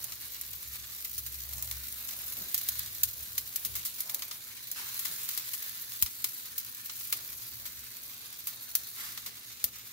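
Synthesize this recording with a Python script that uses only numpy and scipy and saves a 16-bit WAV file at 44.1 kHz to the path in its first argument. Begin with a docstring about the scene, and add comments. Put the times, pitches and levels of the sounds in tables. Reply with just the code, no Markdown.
"""Steaks and sausages sizzle close by on a perforated steel grill over charcoal. Juice boils in countless tiny
bursts, fat spits in sharp pops, drips hiss on the coals, and the firebox walls scatter it all. Burning fat
flutters and flares; the biggest pops push air against the left microphone in soft thumps. A faint rumble, open
air, a low drone and mains hum lie underneath."""
import sys
import numpy as np
from scipy import signal
from scipy.fft import rfft, irfft, next_fast_len
from scipy.io import wavfile
from scipy.ndimage import map_coordinates

SR = 44100
rng = np.random.default_rng(int(sys.argv[2]) if len(sys.argv) > 2 else 0)


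def to_wav(sig):
    """Store sig (one row per channel, or 1-D mono) as 16-bit WAV at the path in sys.argv[1].

    Samples outside -1..1 are clipped; the rate is SR.
    """
    pcm = np.clip(np.atleast_2d(sig), -1, 1) * 32767
    pcm = np.round(pcm).astype(np.int16)
    wavfile.write(sys.argv[1], SR, pcm.T)  # frames by channels


N = 437472

# Loudness curves. Each row: time in seconds, relative level in dB.
FIZZ_LEVEL_DB = [(0.0, -47.5), (0.47, -47.5), (0.83, -48), (2.68, -43), (3.34, -47), (3.81, -46),
                 (4.5, -50), (4.78, -49), (4.92, -43), (5.19, -43), (5.38, -44), (6.41, -47.5),
                 (6.8, -48.5), (7.02, -45.5), (8.26, -52), (8.98, -48), (9.25, -54), (9.92, -54)]  # juice boiling on the meat
FRYING_LEVEL_DB = [(0.0, -53), (1.57, -56), (1.77, -53.5), (2.87, -51.5), (3.12, -56.5), (3.42, -55.5),
                   (3.84, -53.5), (4.61, -54.5), (4.78, -55.5), (4.94, -48.5), (5.55, -50.5), (6.21, -54.5),
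                   (6.71, -55), (7.02, -54), (8.26, -54), (9.2, -54), (9.36, -55), (9.92, -55.5)]  # hiss under the meat
FLAME_LEVEL_DB = [(0, -68.5), (1.3, -74), (1.7, -66), (2.6, -65.5), (3.1, -70), (3.7, -66), (4.3, -66.5),
                  (4.6, -74), (5.6, -69), (6.3, -85), (8.6, -68), (9.92, -83)]
RUMBLE_LEVEL_DB = [(0, -62.5), (.5, -65.5), (.75, -57), (1, -71.5), (1.15, -60), (1.75, -55), (2.05, -67.5),
                   (2.4, -59), (2.62, -69), (2.8, -57), (3.1, -56.5), (3.55, -67.5), (3.72, -53.5),
                   (3.95, -67.5), (6.9, -71.5), (7.68, -60.5), (8, -70.5), (9.92, -69.5)]
DRONE_LEVEL_DB = [(0.0, -65), (0.87, -64), (0.96, -72), (1.19, -58), (1.78, -49), (2.03, -68), (2.46, -58),
                  (2.5, -81), (2.82, -52.5), (2.88, -77), (3.2, -59), (3.5, -89)]
# Noise spectra. Each row: frequency in Hz, relative density in dB.
FIZZ_SPECTRUM = [(300, -50), (1000, -25), (2400, -19), (3100, -15), (4000, -10), (5400, -11), (6700, -7.5),
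                 (8200, -12), (9500, -7.5), (10800, -6), (11900, -1), (13500, 0), (15700, -1.3)]
FRYING_SPECTRUM = [(200, -32), (700, -18.5), (1000, -9), (1250, -4.5), (2050, -1.5), (2500, -2), (3100, -4),
                   (4000, 2), (5400, -2.5), (6700, -1.5), (8200, -5.5), (12500, -4.5), (15700, -10.5)]
FLAME_SPECTRUM = [(120, -5), (250, -7.5), (400, -8.5), (580, 0), (750, -2), (1050, -1.5), (1500, -11),
                  (3000, -16.5)]
RUMBLE_SPECTRUM = [(25, -67), (40, -11), (52, -16), (68, 5), (90, -9.5), (115, 5), (140, -13.5), (180, -14),
                   (300, -24.5), (900, -70)]
AIR_SPECTRUM = [(30, -29), (60, -5), (110, -2), (160, -2), (250, 0), (400, -4.5), (700, -13.5), (1500, -21),
                (5000, -33)]
SNAP_SPECTRUM = [(300, -42), (1200, -24), (2500, -19), (4200, -11), (5300, -11), (6700, -8), (8300, -11),
                 (10800, -5), (13300, 0), (15700, -.5)]  # bright part of a pop
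BODY_SPECTRUM = [(100, -21), (350, -11.5), (700, -15.5), (1200, 0.5), (1600, -7.5), (2100, 3.5), (2500, -1),
                 (3000, -0.5), (4100, 3), (7000, -0.5), (10000, -6), (16000, -10.5)]  # dull part of a pop
STEAM_SPECTRUM = [(150, -1), (400, -7), (650, -14), (920, -1.5), (1300, 4), (1900, 4.5), (2600, 1),
                  (4000, 4), (7000, 0), (8500, -1), (14000, 5), (16000, -11)]
# Mains hum. Each row: frequency in Hz, rms level in dB.
HUM_PARTIALS = [(119.8, -74), (240, -78), (480.5, -83.5)]
# Loudest spits of fat. Each row: start in seconds, relative snap and body levels in dB,
# snap's left-over-right in dB, t60 in seconds.
LOUD_POPS = [(0.0416, -22.5, -61, -4, 0.032), (0.1207, -30, -44.5, 0, .049), (0.412, -20.5, -63, -1, .025),
             (1.047, -26, -46.5, 2, 0.069), (1.1795, -22.5, -57, 1, 0.091), (1.263, -26.5, -52, 1, 0.074),
             (1.5331, -27, -68, -1, .068), (1.6242, -20.5, -56, 1, .037), (1.712, -19.5, -39, 1, 0.022),
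             (2.0888, -27, -46, -1, 0.035), (2.5438, -13.5, -46, 1, .04), (2.578, -21, -47.5, -4, 0.064),
             (2.6868, -12, -47.5, -1, 0.03), (2.7918, -19, -58, 0, 0.034), (3.033, -7, -48, 0, 0.032),
             (3.3792, -13, -40, 0, 0.04), (3.5594, -14, -52, 1, 0.031), (3.6493, -16.5, -44.5, 3, 0.065),
             (3.7529, -24, -47.5, 1, 0.17), (3.8515, -22.5, -50, 2, 0.17), (4.0038, -20, -55, -1, 0.048),
             (4.0954, -23.5, -44, 0, 0.05), (4.145, -15.5, -50, -2, 0.032), (4.221, -29, -36.5, -1, 0.033),
             (4.3111, -32, -40.5, 4, 0.054), (4.7142, -22, -60, -1, 0.055), (4.9921, -20.5, -48, 4.5, .064),
             (5.0522, -23, -40, 6, 0.071), (5.2893, -18.5, -40, 1, 0.034), (5.3751, -18.5, -40, 3, 0.048),
             (5.5336, -25, -46, 7, 0.098), (6.0242, -8, -38, 0.5, 0.036), (6.061, -24, -40.5, 4, 0.043),
             (6.2422, -12, -35.5, 4, 0.032), (6.5799, -20, -61, 2, 0.06), (6.895, -43, -42, -1, .054),
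             (7.1252, -14.5, -33.5, -1, 0.047), (7.6542, -31, -48.5, 4, 0.16),
             (8.4702, -21.5, -47, -1, 0.099), (8.7517, -8.5, -45, 1.5, 0.037),
             (9.1753, -29, -38.5, 7, 0.027), (9.2609, -31, -45, 3, 0.14), (9.641, -9, -48, 1.5, 0.03)]
# Flaring fat, then the low knock of the last big pop.
# Each row: start in seconds, level in dB, centre in Hz, t60 in seconds.
WHOOMPHS = [(2.37, -53, 229, 0.64), (3.64, -59.5, 210, 0.62), (5.08, -59, 230, 0.7),
            (7.13, -61.5, 454, 1.3), (9.26, -58, 260, .3), (9.64, -51, 300, 0.17)]
# Whoomph spectrum. Each row: multiple of the centre frequency, relative density in dB.
WHOOMPH_SHAPE = [(.3, -25), (.75, 3), (1.3, -3.5), (3, -7), (8, -38), (30, -70)]
# Air puffs from the biggest pops against the left microphone. Each row: start in seconds, level in dB,
# frequency in Hz.
AIR_PUFFS = [(3.036, -37, 80), (6.028, -26.5, 76.6), (9.645, -39.5, 90)]
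# Drips on the coals. Each row: start in seconds, level in dB, rise and t60 in seconds.
COAL_DRIPS = [(4.753, -36, 0.013, 0.76), (8.955, -33, 0.048, 0.76)]

TIME_S = np.arange(N) / SR


def amp(db):
    """Decibels to gain."""
    return 10 ** (np.asarray(db) / 20)


def unit(x):
    """Scale to rms 1."""
    return x / np.sqrt(np.mean(x ** 2) + 1e-20)


def curve(rows):
    """(time, value) rows to one value per sample."""
    return np.interp(TIME_S, *np.transpose(rows))


def wobble(knots_per_s):
    """Smooth random curve."""
    knots = rng.standard_normal(4096)
    coarse = np.arange(0, N + 32, 32)
    smooth = map_coordinates(knots, [coarse * knots_per_s / SR], mode="mirror")
    return np.interp(np.arange(N), coarse, smooth)


def surge(start_s, db, rise_s, t60_s):
    """Envelope: fast rise, exponential decay."""
    age_s = np.maximum(TIME_S - start_s, 0)
    return amp(db - 60 * age_s / t60_s) * (1 - np.exp(-age_s / rise_s))


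def panned(db):
    """Stereo gains, left over right by db."""
    return amp([[db / 2], [-db / 2]])


def coloured(x, spectrum):
    """Minimum-phase filter through (Hz, dB) points; white noise keeps its power."""
    size = 4096
    hz, db = np.transpose(spectrum)
    bin_hz = np.fft.rfftfreq(size, 1 / SR)
    gain = unit(amp(np.interp(np.log(bin_hz + 1), np.log(hz), db)))
    cepstrum = irfft(np.log(gain + 1e-6))
    cepstrum[1:size // 2] *= 2
    cepstrum[size // 2 + 1:] = 0
    impulse = irfft(np.exp(rfft(cepstrum)))
    return signal.oaconvolve(x, impulse[None], axes=1)[:, :N]


def rush(spectrum, side_db):
    """Stereo noise, rms 1, mostly alike in both ears."""
    mid, side = coloured(rng.standard_normal((2, N)), spectrum)
    return unit(np.array([mid + amp(side_db) * side, mid - amp(side_db) * side]))


def patchy(x, depth_db, width_hz, per_s):
    """Patches of the spectrum swell and sink at random; rms 1."""
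    hz, t, frames = signal.stft(x, SR, nperseg=256)
    grid = np.meshgrid(hz / width_hz, t * per_s, indexing="ij")
    field = map_coordinates(rng.standard_normal((48, 1024)), grid, mode="mirror")
    gain = amp(depth_db * np.minimum(field, 2.3))
    return unit(signal.istft(frames * gain, SR, nperseg=256)[1][:, :N])


def firebox(t60_s, echo_db, spread_s=0.0004):
    """Stereo path from one spot on the grill: direct click, earlier on one side, then wall echoes."""
    t = np.arange(SR // 12) / SR
    echoes = rng.standard_normal((2, len(t))) * amp(-60 * t / t60_s) * (t > spread_s)
    path = amp(echo_db) * echoes / np.linalg.norm(echoes[0])
    lag = int(rng.uniform(-1, 1) * spread_s * SR)
    path[0, max(lag, 0)] += 1
    path[1, max(-lag, 0)] += 1
    return path / np.linalg.norm(path[0])


def boiling(per_s, spread_db, swell_db, swells_per_s, t60_s, echo_db, spots):
    """Bubbles burst at several spots; each swells by itself and moves every half second. 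Rms 1."""
    out, stay = np.zeros((2, N + SR)), SR // 2
    for _ in range(spots):
        at = np.flatnonzero(rng.random(N) < per_s / spots / SR)
        size_db = spread_db * np.minimum(rng.standard_normal(N), 1)
        size_db += swell_db * np.minimum(wobble(swells_per_s), 2)
        bursts = np.zeros(N)
        bursts[at] = rng.choice([-1, 1], N)[at] * amp(size_db[at])
        for start in range(0, N, stay):
            path = firebox(t60_s, echo_db)
            heard = signal.fftconvolve(bursts[None, start:start + stay], path, axes=1)
            out[:, start:start + heard.shape[1]] += heard
    return unit(out[:, :N])


def sizzle():
    """Juice fizzes in short spurts, with dry ticks nearby and louder, echoing crackle."""
    fizz = boiling(20000, spread_db=5.5, swell_db=-1.5, swells_per_s=48, t60_s=0.022, echo_db=1, spots=4)
    spurts = patchy(fizz, depth_db=1, width_hz=2600, per_s=73)
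    ticks = boiling(36, spread_db=8, swell_db=1, swells_per_s=6, t60_s=0.015, echo_db=-6, spots=3)
    crackle = boiling(83, spread_db=-1, swell_db=0.5, swells_per_s=5.1, t60_s=0.035, echo_db=11, spots=4)
    crackle = patchy(crackle, depth_db=3, width_hz=1990, per_s=17)
    gain = amp(curve(FIZZ_LEVEL_DB) + 4)
    near = coloured(gain * (spurts + amp(-9) * ticks), FIZZ_SPECTRUM)
    return near + coloured(gain * crackle, SNAP_SPECTRUM)


def frying():
    """Duller hiss of boiling under the meat."""
    hiss = boiling(6000, spread_db=7.5, swell_db=3.5, swells_per_s=45, t60_s=0.031, echo_db=0.5, spots=6)
    hiss = patchy(hiss, depth_db=0.9, width_hz=880, per_s=9)
    return coloured(amp(curve(FRYING_LEVEL_DB) + 5.5) * hiss, FRYING_SPECTRUM) * panned(-1.65)


def flames():
    """Small flames flutter where fat burns on the coals."""
    level_db = curve(FLAME_LEVEL_DB) + 3.6 * wobble(9.7)
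    return amp(level_db) * rush(FLAME_SPECTRUM, side_db=-7.5) * panned(-3.3)


def rumble():
    """Low noise in swells, with a quick waver."""
    level_db = curve(RUMBLE_LEVEL_DB) + 1.5 * wobble(8)
    return amp(level_db) * rush(RUMBLE_SPECTRUM, side_db=-7.5) * panned(4.9)


def open_air(level_db=-68):
    """Faint, nearly steady outdoor rush."""
    return amp(level_db + 0.2 * wobble(5.2)) * rush(AIR_SPECTRUM, side_db=-4) * panned(2)


def mains_hum():
    """Electric hum, slightly unsteady in level and phase."""
    hum = np.zeros(N)
    for hz, db in HUM_PARTIALS:
        peak = np.sqrt(2) * amp(db + 2.4 * wobble(1.83))
        hum += peak * np.sin(2 * np.pi * hz * TIME_S + 0.28 * wobble(2.95))
    return hum * panned(1)


def drone(start_hz=63.2, climb_hz_per_s=2.05, fade_db_per_s=14):
    """Wavering low tone, like a far engine; creeps up in pitch, fades after its last swell."""
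    hz = start_hz + climb_hz_per_s * TIME_S
    phase = 2 * np.pi * np.cumsum(hz) / SR + 0.12 * wobble(14)
    fade_db = fade_db_per_s * np.maximum(TIME_S - DRONE_LEVEL_DB[-1][0], 0)
    level_db = curve(DRONE_LEVEL_DB) - fade_db + 1.1 * wobble(59)
    return amp(level_db) * np.sqrt(2) * np.sin(phase) * panned(3.4)


def spit(t, t60_s, rise_s, spiky_db, tail_db, tail_t60_s, crack_db):
    """A blister bursts with one hard crack, tears on in smaller ones, and the walls answer."""
    tears = np.clip(rng.standard_normal((2, len(t))), -2, 2)
    tears = np.repeat(tears, 16, axis=1)[:, :len(t)]
    decay = amp(-60 * t / t60_s) + amp(tail_db - 60 * t / tail_t60_s)
    envelope = (1 - np.exp(-t / rise_s)) * decay
    sound = rng.standard_normal((2, len(t))) * amp(spiky_db * tears) * envelope
    arrival = rng.integers(24, 56, 2)  # samples, per channel
    sound[[0, 1], arrival] += amp(crack_db)
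    return sound


def pops(rows):
    """Fat spits: bright snap, dull body. In big pops the first crack stands out less from the tearing."""
    t = np.arange(SR // 5) / SR
    snaps, bodies = np.zeros((2, 2, N + SR))
    for start_s, snap_db, body_db, pan_db, t60_s in rows:
        start = round(start_s * SR)
        crack_db = np.interp(snap_db, [-18, -8], [16.5, 11])
        snap = spit(t, t60_s, 0.00049, spiky_db=4.5, tail_db=-16.5, tail_t60_s=0.15, crack_db=crack_db)
        body = spit(t, t60_s, 0.00058, spiky_db=2, tail_db=-17, tail_t60_s=0.27, crack_db=7)
        snaps[:, start:start + len(t)] += amp(snap_db - 5.5) * panned(pan_db) * snap
        bodies[:, start:start + len(t)] += amp(body_db + 7) * body
    return coloured(snaps[:, :N], SNAP_SPECTRUM) + coloured(bodies[:, :N], BODY_SPECTRUM)


def small_spits(per_s=6, mean_t60_s=0.039, spread_db=2.5):
    """Rows for lesser pops at random times; their strength follows the fizz."""
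    gap_draw, decay_draw = rng.random((200, 2)).T
    snap_db, body_db, pan_db = spread_db * np.clip(rng.standard_normal((200, 3)), -1.5, 1.5).T
    start_s = np.cumsum(-np.log(1 - gap_draw)) / per_s
    fizz_db = np.interp(start_s, *np.transpose(FIZZ_LEVEL_DB))
    t60_s = mean_t60_s * (0.5 + decay_draw)
    rows = np.column_stack([start_s, fizz_db + 15 + snap_db, fizz_db - 5.5 + body_db, pan_db, t60_s])
    return rows[start_s < N / SR].tolist()


def whoomphs(rise_s=0.011):
    """Low whoomphs of flaring fat, and the short low knock of the last big pop."""
    out = np.zeros((2, N))
    for start_s, db, centre_hz, t60_s in WHOOMPHS:
        spectrum = [(centre_hz * multiple, density_db) for multiple, density_db in WHOOMPH_SHAPE]
        out += surge(start_s, db, rise_s, t60_s) * rush(spectrum, side_db=-12)
    return out * panned(2.1)


def puffs(t60_s=0.067, rise_s=0.0013, push_hz=150, push_t60_s=0.027):
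    """The biggest pops push air against the left microphone: a short soft thump."""
    out, t = np.zeros((2, N + SR)), np.arange(SR // 4) / SR
    for start_s, db, hz in AIR_PUFFS:
        swing = np.sin(2 * np.pi * hz * t) * amp(-60 * t / t60_s)
        push = 0.7 * np.sin(2 * np.pi * push_hz * t) * amp(-60 * t / push_t60_s)
        out[0, round(start_s * SR):][:len(t)] += amp(db) * (swing + push) * (1 - np.exp(-t / rise_s))
    return out[:, :N]


def drips():
    """A drip lands on a coal and flashes to steam."""
    flash = sum(surge(*drip) for drip in COAL_DRIPS)
    steam = boiling(8000, spread_db=-2, swell_db=1, swells_per_s=75, t60_s=0.054, echo_db=4, spots=3)
    return coloured(flash * steam, STEAM_SPECTRUM) * panned(-0.17)


def scene():
    """Grill and background, in stereo."""
    grill = sizzle() + frying() + drips() + flames() + whoomphs() + puffs()
    background = drone() + rumble() + open_air() + mains_hum()
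    return grill + background + pops(LOUD_POPS + small_spits())


def record(dry):
    """Cut the deepest bass and everything above the band limit."""
    low_hz, top_hz = 48, 15760
    thinned = signal.sosfilt(signal.butter(4, low_hz, "high", fs=SR, output="sos"), dry)
    size = next_fast_len(N + SR // 2)
    in_band = np.fft.rfftfreq(size, 1 / SR) < top_hz
    return irfft(rfft(thinned, size) * in_band, size)[:, :N]


dry = scene()
out = record(dry)
to_wav(out)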